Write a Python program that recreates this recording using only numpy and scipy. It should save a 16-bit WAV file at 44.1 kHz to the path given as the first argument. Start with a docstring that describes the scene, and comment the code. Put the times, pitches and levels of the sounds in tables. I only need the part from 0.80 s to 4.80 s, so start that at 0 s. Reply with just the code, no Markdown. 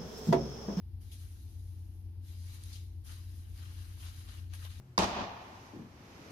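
"""In a kitchen, close up, a fork is pushed through creamy macaroni salad in a plastic bowl. Each stroke tears
the dressing into a dense fizz of tiny pops, with a lower squelch as pasta turns over; now and then a larger air
pocket smacks open. The last stroke runs on to the end, broken by a sharp smack. An appliance hums underneath,
over low room rumble and faint hiss."""
import sys
import numpy as np
from scipy import signal
from scipy.fft import rfft, irfft
from scipy.io import wavfile

SR = 44100
rng = np.random.default_rng(int(sys.argv[2]) if len(sys.argv) > 2 else 0)


def put_to_file(sound):
    """Save the sound as 16-bit audio at rate SR, in the file named by the first command-line argument."""
    columns = np.atleast_2d(sound).T  # one column per channel
    safe = np.clip(columns, -1, 1)
    whole_steps = np.round(safe * 32767)
    wavfile.write(sys.argv[1], SR, whole_steps.astype(np.int16))


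N = 176400


def gain_of(db):
    """Decibels to gain."""
    return 10 ** (np.asarray(db) / 20)


def unit_rms(x):
    """Scales to an rms of 1."""
    return x / np.sqrt(np.mean(x ** 2) + 1e-20)


def curves_at(points, hz):
    """Each value column of a table, interpolated on a log-frequency axis."""
    freq_hz, *columns = np.transpose(points)
    return [np.interp(np.log(hz + 1), np.log(freq_hz + 1), column) for column in columns]


def coloured(x, points, column=0, size=2048):
    """Minimum-phase EQ along a dB curve, so nothing rings ahead of an attack."""
    hz = abs(np.fft.fftfreq(size, 1 / SR))
    log_gain = np.log(gain_of(curves_at(points, hz)[column]))
    kernel = np.fft.ifft(np.exp(np.conj(signal.hilbert(log_gain)))).real
    return signal.fftconvolve(x, kernel[:size // 2])[:len(x)]


def drift(rate_hz):
    """Random wander of rms 1, mostly slower than rate_hz."""
    hz = np.fft.rfftfreq(N, 1 / SR)
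    return unit_rms(irfft(rfft(rng.standard_normal(N)) / (1 + (hz / rate_hz) ** 2), N))


def stereo_pair(a, b, correlation):
    """Blends two unrelated spectra into a left and right of the given correlation."""
    return np.array([a, correlation * a + np.sqrt(1 - correlation ** 2) * b])


def appliance_hum(waver_hz=7.3, left_bias_db=3):
    """A running appliance: low tones that waver in level and phase, a little to the left."""
    # hum partials: pitch_hz, level_db, waver_depth
    partials = [(88.95, -46.5, 0.25), (59.67, -56, 1), (119.9, -67, 0.26), (181.5, -77, 0.88),
                (243.1, -77, 0.39), (321.6, -76, 0.54)]
    t = np.arange(N) / SR
    tones = np.zeros(N)
    for pitch_hz, level_db, depth in partials:
        waver = 1 + depth * (drift(waver_hz) + 1j * drift(waver_hz)) / np.sqrt(2)
        tone = np.exp(2j * np.pi * (pitch_hz * t + rng.random()))
        tones += gain_of(level_db) * unit_rms((waver * tone).real)
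    return tones * gain_of([[left_bias_db / 2], [-left_bias_db / 2]])


def room_tone(level_db=-50):
    """A steady bed of narrow rumble and faint, wide hiss."""
    # colour of the room tone: freq_hz, gain_db
    room_eq = [(15, -38), (27, -35), (38, -7.5), (47, -6), (56, 0), (68, -8), (80, 2.5), (90, -2.5),
               (100, -6.5), (116, -8.5), (130, -23), (200, -24), (320, -24.5), (375, -33), (470, -36),
               (580, -45), (820, -39), (1100, -47), (2000, -49), (5000, -49), (8000, -64.5), (10500, -47.5),
               (14500, -52.5)]
    # its stereo image: freq_hz, correlation, left_minus_right_db
    image = [(29.6, 0.93, -3), (108, 0.88, 5.5), (161, 0.54, 8.5), (290, 0.73, -2), (700, 0.46, 7),
             (1390, -0.34, 0), (2540, -0.088, -3), (5300, -0.27, 5.5), (8100, 0, -4.5), (10900, 0, -4),
             (13300, 0, -1)]
    hz = np.fft.rfftfreq(N, 1 / SR)
    correlation, left_db = curves_at(image, hz)
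    noise = stereo_pair(*rfft(rng.standard_normal((2, N))), correlation)
    panned = noise * gain_of([left_db / 2, -left_db / 2])
    bed = irfft(panned * gain_of(curves_at(room_eq, hz)[0]), N)
    return gain_of(level_db) * unit_rms(bed)


def noodle_cavities(x, depth_db=1.7, width_hz=362, life_s=0.042, size=256):
    """Cavities between the noodles open and close: brief resonances at random pitches."""
    frames = dict(nperseg=size, noverlap=size * 3 // 4)
    spectrogram = signal.stft(x, **frames)[2]
    shape = spectrogram.shape[1:]
    # noise blurred over frequency and time becomes a shifting EQ
    per_hz = np.fft.fftfreq(shape[0], SR / size)[:, None]
    per_s = np.fft.fftfreq(shape[1], size / 4 / SR)
    blur = np.exp(-2 * ((per_hz * width_hz) ** 2 + (per_s * life_s) ** 2))
    patches = unit_rms(np.fft.ifft2(np.fft.fft2(rng.standard_normal(shape)) * blur).real)
    return signal.istft(spectrogram * gain_of(depth_db * patches), **frames)[1][:, :N]


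def pops(eq, per_s, spread_db, clump_db):
    """Tiny films burst, uneven and clumped; the bowl scatters them differently to left and right."""
    size_db = spread_db * np.minimum(rng.exponential(1, N), 4.5) + clump_db * drift(45)
    clicks = gain_of(size_db) * rng.standard_normal((2, N)) * (rng.random(N) < per_s / SR)
    bursts = np.array([coloured(side, eq) for side in clicks])
    return unit_rms(noodle_cavities(bursts))


def fork_strokes():
    """Dressing tears around the tines: three sizes of pop swell and fade with the fork."""
    # envelope points, one list per stroke: time_s, crackle_db, squelch_db, fizz_db (before trim)
    strokes = [
        [(0.19, -101, -98, -101), (0.216, -77.5, -78.5, -70.5), (0.306, -72.5, -80, -75),
         (0.324, -63, -81, -61.5), (0.372, -67.5, -82, -72), (0.422, -69.5, -73.5, -66.5),
         (0.478, -74, -79, -71), (0.88, -77, -94, -76), (0.894, -77, -86, -76), (1.206, -89.5, -86.5, -80.5),
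         (1.244, -88, -99, -82.5), (1.334, -99, -89, -91), (1.4, -95, -94, -96)],
        [(1.4, -91, -88, -89), (1.426, -82, -96, -81), (1.442, -76, -83, -76.5), (1.486, -67, -80, -70.5),
         (1.558, -69.5, -77.5, -73), (1.58, -71, -85, -72.5), (1.75, -62, -70.5, -65.5),
         (1.786, -68, -73.5, -70.5), (1.956, -60.5, -71.5, -66), (2.088, -77, -96, -79), (2.114, -79, -85, -81),
         (2.204, -88, -96, -85), (2.22, -84, -93, -82)],
        [(2.22, -90, -89, -85), (2.23, -85, -96, -91), (2.236, -83, -86, -85), (2.248, -76, -78, -66.5),
         (2.26, -71, -75, -66), (2.27, -62, -71.5, -64.5), (2.322, -60, -64.5, -65), (2.34, -63.5, -68.5, -67),
         (2.412, -70, -75, -71.5), (2.51, -73.5, -77.5, -72.5), (2.6, -72.5, -79.5, -70),
         (2.664, -77, -79, -77), (2.7, -77, -80, -73)],
        [(2.7, -75, -82, -73), (2.722, -75, -80, -73), (2.79, -66, -68.5, -70), (3.04, -67.5, -70.5, -69),
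         (3.162, -70, -73, -71.5), (3.248, -61, -63, -61), (3.27, -56.5, -63.5, -68), (3.32, -66, -71.5, -69.5),
         (3.388, -63, -68, -65.5), (3.466, -69, -71, -70.5), (3.496, -62.5, -65.5, -69.5),
         (3.586, -65.5, -68, -70), (3.69, -81.5, -83, -80.5)],
    ]
    # the rest of the last stroke, in two spans either side of a sharp smack: same columns
    last_stroke_end = [
        [(3.69, -78, -82, -79), (3.698, -73, -81, -86), (3.728, -68, -75, -77), (3.738, -62, -59, -58.5),
         (3.772, -65, -71, -69.5), (3.806, -65, -71, -66), (3.822, -66, -62, -66), (3.846, -57, -65.5, -63.5)],
        [(3.866, -64, -62, -66), (3.89, -70, -74, -71), (3.904, -61, -68, -69), (3.94, -65.5, -69.5, -71),
         (3.99, -66.5, -73, -70)],
    ]
    # colours of the large, middle and finest pops: freq_hz, gain_db
    squelch_eq = [(200, -15), (450, -8), (780, -2.5), (1100, 0.5), (1550, 3), (2100, -3.5), (3000, 2),
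                  (6000, -39)]
    crackle_eq = [(300, -32), (750, -18.5), (1300, -19), (2100, -3.5), (2900, -5), (3900, 2), (5000, -3),
                  (6400, -5.5), (8000, -9), (10000, -17), (15000, -19.5)]
    fizz_eq = [(2500, -30), (5500, -2.5), (7500, -9.5), (9500, -3), (10800, 1), (12500, -3), (14500, -11),
               (18000, -23.5)]
    time_s, crackle_db, squelch_db, fizz_db = np.concatenate([*strokes, *last_stroke_end]).T
    order = np.argsort(time_s, kind="stable")

    def fader(level_db, trim_db):
        return gain_of(np.interp(np.arange(N) / SR, time_s[order], level_db[order], left=-95) + trim_db)

    squelch = fader(squelch_db, trim_db=4) * pops(squelch_eq, per_s=7000, spread_db=-0.2, clump_db=-1.4)
    crackle = fader(crackle_db, trim_db=2) * pops(crackle_eq, per_s=16000, spread_db=0.16, clump_db=0.5)
    fizz = fader(fizz_db, trim_db=3) * pops(fizz_eq, per_s=26000, spread_db=1.5, clump_db=0.6)
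    return squelch + crackle + fizz


def pocket_smacks(attack_s=0.0003, resonance_db=6.5, width_octaves=0.32):
    """An air pocket lets go at once: a fast-dying noise burst, coloured by its cavity."""
    # air pockets: start_s, level_db, tilt_db_per_octave, decay_s, pitch_hz
    pockets = [(.3167, -59, 1.5, 0.018, 3230), (.414, -66, 5, 0.016, 4500), (1.054, -69, 3, .0015, 5000),
               (1.8362, -46.5, 8, 0.0022, 10100), (1.929, -52.5, 5.5, 0.021, 4900),
               (1.9568, -51.5, 1, 0.0057, 5200), (2.2464, -70, 4, 0.011, 11000),
               (2.318, -54, 6, 0.0046, 4500), (2.7756, -60, 10, .006, 3000),
               (3.198, -59.5, -1, 0.023, 3420), (3.488, -51.5, -2, 0.0067, 3170),
               (3.7353, -52, 3, .005, 3000), (3.737, -52, 5, 0.0022, 3600), (3.751, -54, 2.5, .008, 2680),
               (3.823, -60, -9, 0.0034, 1300), (3.8508, -42, -4, 0.0013, 4850)]
    # base colour of every smack: freq_hz, gain_db
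    smack_eq = [(200, -24), (700, 4), (1500, -10.5), (3300, 9), (5500, 1), (8000, -3), (11000, -6),
                (15000, -53)]
    out = np.zeros((2, N))
    t = np.arange(SR // 5) / SR
    hz = np.fft.rfftfreq(512, 1 / SR)[1:]
    for start_s, level_db, tilt, decay_s, pitch_hz in pockets:
        octaves = np.log2(hz / pitch_hz)
        cavity_db = resonance_db * np.exp(-(octaves / width_octaves) ** 2)
        eq = np.c_[hz, curves_at(smack_eq, hz)[0] + tilt * octaves + cavity_db]
        burst = np.array([coloured(side, eq) for side in rng.standard_normal((2, len(t)))])
        envelope = np.minimum(t / attack_s, 1) * np.exp(-t / decay_s)
        smack = gain_of(level_db) * unit_rms(burst) * envelope
        slot = out[:, round(start_s * SR):][:, :len(t)]
        slot += smack[:, :slot.shape[1]]
    return out


def kitchen_reverb(x, t60_s=0.13, wet_db=-8.5, predelay_s=0.0003):
    """The kitchen's dense reflections: a short tail of decaying noise."""
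    t = np.arange(SR // 3) / SR
    tail = rng.standard_normal(len(t)) * 1000 ** (-t / t60_s) * (t > predelay_s)
    return gain_of(wet_db) * signal.fftconvolve(x, tail / np.linalg.norm(tail))[:N]


def close_mic(x):
    """Sound reaches two microphone ports directly and by reflection, and takes on each port's colour."""
    # stereo image of the pops: freq_hz, correlation
    image = [(300, 0.58), (700, -0.22), (1400, -0.44), (2600, 0.17), (5000, 0.023), (14000, -0.11)]
    # colour of the ports: freq_hz, left_db, right_db
    port_eq = [(287, -5, 0.5), (650, 1.5, -2), (1450, 2, -2.5), (2530, 2.2, -2.8), (4500, 2.5, -3),
               (6800, 3, 0.5), (7100, -2, 0), (8100, -8, -2), (8300, -10, 3), (9440, -1, 5),
               (13500, 5.5, -3), (15500, -11, 5)]
    correlation = curves_at(image, np.fft.rfftfreq(2 * N, 1 / SR))[0]
    direct = irfft(stereo_pair(*rfft(x, 2 * N), correlation))[:, :N]
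    heard = [port + kitchen_reverb(port) for port in direct]
    return np.array([coloured(port, port_eq, column=side) for side, port in enumerate(heard)])


def scene():
    """The fork in the salad, up close, over appliance hum and room tone."""
    return close_mic(fork_strokes() + pocket_smacks()) + appliance_hum() + room_tone()


def record(dry, cutoff_hz=14680):
    """A steep low-pass takes off the very top."""
    lowpass = signal.firwin(511, cutoff_hz, window=("kaiser", 9), fs=SR)
    return signal.oaconvolve(dry, lowpass[None], "same")


dry = scene()
out = record(dry)
put_to_file(out)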